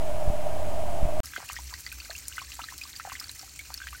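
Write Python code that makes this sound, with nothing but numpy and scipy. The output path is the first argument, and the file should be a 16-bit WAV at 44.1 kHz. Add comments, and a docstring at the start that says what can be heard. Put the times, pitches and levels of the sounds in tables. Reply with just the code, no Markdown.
"""First, a ground microphone on asphalt picks up a buried leak: a hollow rush, ringing near 600 Hz.
Two soft bumps push the sensor, and at 1.2 s the sound stops abruptly.
After a blink of silence, a thin stream falls from a pipe fitting into a muddy pit, close up.
Fine spray fizzes and makes the pit ring, small bubbles swarm, and a faint rumble lies underneath.
Over this, to the end, droplets tick on wet surfaces, tiny bubbles pip and large trapped bubbles plop."""
import sys
import numpy as np
from scipy import signal
from scipy.io import wavfile
from scipy.ndimage import uniform_filter1d

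SR = 44100
rng = np.random.default_rng(int(sys.argv[2]) if len(sys.argv) > 2 else 0)


def digitize_waveform(pressure):
    """Quantize a signal to 16-bit integers and store it at the path in sys.argv[1].

    Rows of a 2-D input are taken as channels; values are limited to [-1, 1].
    """
    field = np.atleast_2d(pressure).T
    bounded = np.clip(field, -1, 1)
    quanta = np.round(bounded * 32767).astype(np.int16)
    wavfile.write(sys.argv[1], SR, quanta)


N = 176400
TIME = np.arange(N) / SR
BRIEF = TIME[:3500]  # the clock for one short sound, about 0.08 s
GROUND_END_S, PIT_START_S, CUTOFF_HZ = 1.203, 1.233, 16000


def from_db(db):
    """Turn decibels into a number to multiply a sound by."""
    return 10 ** (np.asarray(db) / 20)


def rms_one(x):
    """Scale a sound so that its average strength (rms) is 1."""
    return x / np.sqrt(np.mean(x ** 2) + 1e-20)


def butter(x, hz, kind, order=2):
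    """Keep the lows, the highs or one band of a sound."""
    sections = signal.butter(order, np.minimum(hz, SR / 2 - 10), kind, fs=SR, output="sos")
    return signal.sosfilt(sections, x)


def add(out, s, sound):
    """Mix a short sound in at s seconds."""
    i = int(np.clip(s * SR, 0, N - 1))
    out[i:i + len(sound)] += sound[:N - i]


def delayed(x, s):
    """The same sound, s seconds later."""
    return np.interp(TIME[:len(x)] - s, TIME[:len(x)], x, left=0)


def fade(ring_s):
    """A fade that falls 60 dB in ring_s seconds."""
    return from_db(-60 * BRIEF / ring_s)


def drift(hz):
    """A random wander of about 1 either way; more hz makes it quicker."""
    slow = butter(rng.standard_normal(N // 20 + 4000), hz * 20, "low")[4000:]
    return np.interp(np.arange(N) / 20, np.arange(len(slow)), rms_one(slow))


def shaped_noise(spectrum, flicker_db, count=4):
    """Noise built from narrow bands that can flicker, partly together."""
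    hz, db = np.transpose(spectrum)
    edges = 20 * 2 ** (np.arange(31) / 3)  # three bands per octave
    white = rng.standard_normal((2, N + SR // 2))
    together = drift(hz=47.3)
    flickers = [from_db(flicker_db * (together + drift(hz=45.3)) / np.sqrt(2)) for _ in range(count)]
    out = np.zeros(N)
    for k, (low, high) in enumerate(zip(edges, edges[1:])):
        gain = from_db(np.interp(np.log(low * high) / 2, np.log(hz), db))
        band = butter(white[k % 2], [low, high], "band", order=3)[-N:]
        out += gain * flickers[k % count] * band
    return rms_one(out)


def rung_noise(tones):
    """Churning noise that rings around a few pitches."""
    out = np.zeros(N)
    for hz, width, db in tones:
        band = butter(rng.standard_normal(N + SR), [hz - width / 2, hz + width / 2], "band")[-N:]
        out += from_db(db) * rms_one(band)
    return out


def burst(band_hz):
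    """A short puff of noise between two frequencies."""
    return rms_one(butter(rng.standard_normal(len(BRIEF)), band_hz, "band"))


def bubble(hz, ring_s, rise_per_s, attack_s=0.00033):
    """A bubble rings and fades, its pitch rising as it nears the surface."""
    pitch = np.minimum(hz * (1 + rise_per_s * BRIEF), SR / 2)
    onset = 1 - np.exp(-BRIEF / attack_s)
    return onset * fade(ring_s) * np.sin(2 * np.pi * np.cumsum(pitch) / SR)


# Where the leak rings through the ground: (pitch [Hz], width [Hz], relative level [dB])
LEAK_TONES = [(606, 36.3, -37), (663.6, 75, -39.5), (772.6, 40, -48), (906, 170, -49)]
# Moments when the ringing noise happens to grow briefly louder: (time [s])
RINGING_SWELLS = [.097, 0.222, .283, 0.341, 0.466, .795, 0.976, 1.09, 1.189]
# The broad rush under the ringing: (frequency [Hz], relative level [dB])
LEAK_RUSH = [(60, -1), (200, -13.5), (1100, -21.5), (1700, -27.5), (2700, -27.5), (3600, -33.5),
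             (5200, -36), (8200, -32.5), (12000, -39.5), (16000, -41.5)]


def ground_leak():
    """The ground carries the leak's steady rush; its ringing noise is briefly louder now and then."""
    ringing = rung_noise(LEAK_TONES)
    even = ringing / np.sqrt(uniform_filter1d(ringing ** 2, int(0.055 * SR)))
    swells = sum(np.exp(-((TIME - s) / 0.011) ** 2) for s in RINGING_SWELLS)
    rush = from_db(-37) * shaped_noise(LEAK_RUSH, flicker_db=0)
    sensor_offset = 0.11  # shifts the whole wave off zero
    return even * from_db(-35 + 5 * swells) + rush + sensor_offset


# Bumps on the ground microphone: (time [s], length [s], push level [dB])
SENSOR_BUMPS = [(0.277, 0.0236, -13), (1.029, 0.0234, -12.5)]


def bumps():
    """Each bump pushes the sensor over and lets it go: a dull, sagging pulse."""
    push = sum(from_db(db) * ((TIME > s) & (TIME < s + length)) for s, length, db in SENSOR_BUMPS)
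    sagging = butter(push, 8.5, "high", order=1)
    return butter(sagging, 156, "low")


# The tone of the fine spray: (frequency [Hz], relative level [dB])
FIZZ_SHAPE = [(400, -8), (600, -27), (900, -5.5), (2600, 1.5), (3100, -6.5), (3650, -4.5), (5200, 2.5),
              (7300, 3), (8400, -11.5), (9700, -3.5), (12200, -2.5), (16000, -4.5)]
# How loud the spray is: (time [s], level [dB])
FIZZ_LOUDNESS = [(1.6, -48.5), (3.1, -49), (3.6, -51)]


def spray_fizz():
    """Fine spray makes a flickering hiss."""
    level_db = np.interp(TIME, *np.transpose(FIZZ_LOUDNESS))
    return from_db(level_db) * shaped_noise(FIZZ_SHAPE, flicker_db=3.5)


# Where the pit rings: (pitch [Hz], width [Hz], level [dB])
PIT_TONES = [(2560, 810, -63.5), (4000, 120, -66.5), (4400, 230, -61.5), (6020, 1000, -62),
             (7110, 630, -60), (8560, 440, -62)]


def pit_ringing():
    """The spray keeps the hollow of the pit ringing faintly."""
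    return rung_noise(PIT_TONES)


def pit_echo(x, slap_s=0.00202):
    """Add one slap from the water surface or pipe close by, then a faint, very short tail."""
    tail = rng.standard_normal(len(BRIEF)) * fade(ring_s=0.041) * (BRIEF > slap_s)
    echoes = signal.fftconvolve(x, tail / np.linalg.norm(tail))[:N]
    return x + from_db(-27) * delayed(x, slap_s) + from_db(-8.5) * echoes


# Swarms of faint bubbles: (rate [per s], lowest pitch [Hz], highest pitch [Hz],
# ring length [cycles], lowest level [dB], typical extra level [dB])
BUBBLE_SWARMS = [(75, 1157, 3270, 28, -46, 2.5), (219.4, 3720, 9650, 23, -47.5, 4.5),
                 (108.7, 4200, 31000, 9.5, -40.5, 4.5)]
SMALL_RISE_PER_S = 26  # small bubbles glide up fast: share of their pitch per second


def swarms():
    """Small bubbles burst at random, mostly faint, now and then stronger."""
    out = np.zeros(N)
    for per_s, low_hz, high_hz, cycles, db, extra_db in BUBBLE_SWARMS:
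        draws = rng.random((3000, 4))
        gaps_s = -np.log(draws[:, 0]) / per_s
        starts = PIT_START_S + np.cumsum(gaps_s)
        for s, (_, pitch, size, rise) in zip(starts[starts < N / SR], draws):
            hz = low_hz * (high_hz / low_hz) ** pitch
            strength = from_db(db + extra_db * min(-np.log(size), 4))
            ring = bubble(hz, cycles / hz, 2 * rise * SMALL_RISE_PER_S, attack_s=0.5 / hz)
            add(out, s, strength * ring)
    return out


# The tone of the distant rumble: (frequency [Hz], relative level [dB])
RUMBLE_SHAPE = [(45, -15.5), (65, 4), (90, -9), (140, -15), (200, -30), (300, -17), (400, -31.5),
                (700, -26.5), (2000, -87)]
# Its low drone: (pitch [Hz], width [Hz], base level [dB])
DRONE_TONES = [(61.95, 5.8, -59.5)]
# How the drone swells and sinks: (time [s], level change [dB])
DRONE_CHANGES = [(1.3, -6), (1.68, 13), (1.82, -7), (2.0, 18), (2.1, 3), (2.53, 11.5), (3.2, -26),
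                 (3.92, 12.5)]


def distant_rumble():
    """A faint, flickering rumble with a low drone that comes and goes."""
    rumble = from_db(-54.5) * shaped_noise(RUMBLE_SHAPE, flicker_db=3)
    swell_db = np.interp(TIME, *np.transpose(DRONE_CHANGES))
    return rumble + from_db(swell_db) * rung_noise(DRONE_TONES)


# Droplets landing: (time [s], relative level [dB])
DROPLET_TICKS = [(1.257, -26), (1.5212, -29), (2.366, -34), (3.392, -34), (1.4897, -31), (1.5315, -26),
                 (1.8061, -28.5), (1.9256, -26), (2.1633, -29.5), (2.187, -29), (2.2821, -19), (2.381, -37),
                 (2.544, -31), (2.7798, -26.5), (3.2016, -26.5), (3.3146, -27.5), (3.591, -28),
                 (3.7409, -23.5)]


def ticks():
    """Droplets smack on wet surfaces, each a bright snap of noise."""
    out = np.zeros(N)
    for s, db in DROPLET_TICKS:
        smack = burst([5300, 7300])
        crack = from_db(4) * burst([5300, CUTOFF_HZ])
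        add(out, s, from_db(db - 9.5) * (smack + crack) * fade(ring_s=0.011))
    return out


def splash(low_hz, high_hz, fade_s):
    """A quickly fading spit of spray that goes with a bubble."""
    return burst([low_hz, high_hz]) * np.exp(-BRIEF / fade_s)


# Tiny bubbles from single drops: (time [s], relative level [dB], pitch [Hz])
TINY_BUBBLES = [(1.2573, -29, 5270), (1.558, -28.5, 5130), (1.739, -22.5, 4600), (1.8641, -23, 4580),
                (2.002, -27, 4430.0), (2.104, -23.5, 4200), (2.18, -27, 6700), (2.553, -29, 7460),
                (2.6408, -24, 4030), (2.8363, -25, 4820), (2.963, -24.5, 4660), (3.1984, -21.5, 5060),
                (3.2417, -25.5, 4440), (3.294, -23, 4030), (3.3938, -25.5, 5430), (3.7415, -23, 4370),
                (3.7762, -24.5, 5140)]


def pips():
    """A single drop makes a tiny, high-pitched bubble and a little spray."""
    out = np.zeros(N)
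    for s, db, hz in TINY_BUBBLES:
        ring = bubble(hz, ring_s=0.011, rise_per_s=10)
        spray = from_db(-16.5) * splash(0.23 * hz, 1.64 * hz, fade_s=0.0045)
        add(out, s, from_db(db - 0.5) * (ring + spray))
    return out


# Large bubbles: (time [s], relative level [dB], pitch [Hz], time to fade by 60 dB [s])
LARGE_BUBBLES = [(1.3353,-27,1550,0.011), (1.362,-22,1460,0.022), (1.363,-32,1990,0.035),
                 (1.378,-33.5,655,0.014), (1.3805,-32.5,365,0.01), (1.4024,-27.5,980,0.0069),
                 (1.427,-28.5,840,0.0096), (1.4902,-26.5,2670,0.013), (1.499,-23,1110,0.0092),
                 (1.5653,-26,1850,0.024), (1.588,-34.5,917,0.03), (1.727,-38.5,957,0.052),
                 (1.739,-33,1900,0.034), (1.865,-29.5,1930,0.026), (1.917,-33.5,2460,0.04),
                 (1.925,-38,1464,0.033), (2.0002,-35,2480,0.04), (2.0965,-35.5,646,0.077),
                 (2.11,-31,1640,0.024), (2.1513,-32,2530,0.038), (2.325,-30.5,2860,0.013),
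                 (2.369,-34,1970,0.029), (2.381,-19.5,1420,0.016), (2.4167,-33,1078,0.052),
                 (2.519,-26,2770,0.0073), (2.592,-26,907,0.019), (2.598,-33.5,1307,0.042),
                 (2.6168,-28,2780,0.013), (2.637,-34.5,1268,0.039), (2.686,-30,1755,0.031),
                 (2.7227,-35.5,994,0.025), (2.8141,-30,2480,0.039), (2.853,-41,1080,0.039),
                 (2.998,-23.5,1338,0.015), (3.0503,-26.5,804,0.017), (3.073,-33,734,0.039),
                 (3.0974,-24,1370,0.0055), (3.1192,-27,1040,0.025), (3.1527,-25,1930,0.011),
                 (3.213,-30.5,1310,0.0091), (3.43,-42.5,750,0.039), (3.5923,-31,2200,0.05),
                 (3.7031,-29,900,0.01), (3.802,-32.5,1460,0.017), (3.8166,-30.5,1565,0.03),
                 (3.838,-38,1550,0.035), (3.87,-22.5,1670,0.0085), (3.929,-33,1160,0.024),
                 (3.948,-34.5,1460,0.043)]


def plops(splits=5, split_within_s=0.02):
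    """The stream traps a large bubble with a splash, and small bubbles break off just after."""
    out = np.zeros(N)
    for s, db, hz, ring_s in LARGE_BUBBLES:
        fastest_rise = 17.8 * min(hz / 1210, 1) ** 2  # bubbles below 1210 Hz glide less
        plop = bubble(hz, ring_s, fastest_rise * rng.random())
        plop += from_db(-21.5) * splash(0.85 * hz, 2.8 * hz, fade_s=0.0074)
        for k, (when, pitch) in enumerate(rng.random((splits, 2))):
            small_hz = hz * 1.05 * (2.18 / 1.05) ** pitch  # 1.05 to 2.18 times as high
            small = bubble(small_hz, ring_s=0.013, rise_per_s=SMALL_RISE_PER_S)
            plop += from_db(-12.5) * delayed(small, split_within_s * (k + when) / splits)
        plop = butter(plop, 0.59 * hz, "high", order=4)  # a bubble gives off little far below its pitch
        add(out, s, from_db(db + 1) * plop)
    return out


def scene():
    """First the ground, then, after a short silence, the open pit."""
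    fizz = spray_fizz()
    rumble = distant_rumble()
    water = plops() + pips() + ticks() + swarms() + fizz
    pit = pit_echo(water) + pit_ringing() + rumble
    ground = ground_leak() + bumps()
    return (ground * (TIME < GROUND_END_S) + pit * (TIME > PIT_START_S))[None]


def record(dry):
    """Cut off the very highest treble steeply."""
    return signal.sosfilt(signal.ellip(10, .1, 80, CUTOFF_HZ, fs=SR, output="sos"), dry)


dry = scene()
out = record(dry)
digitize_waveform(out)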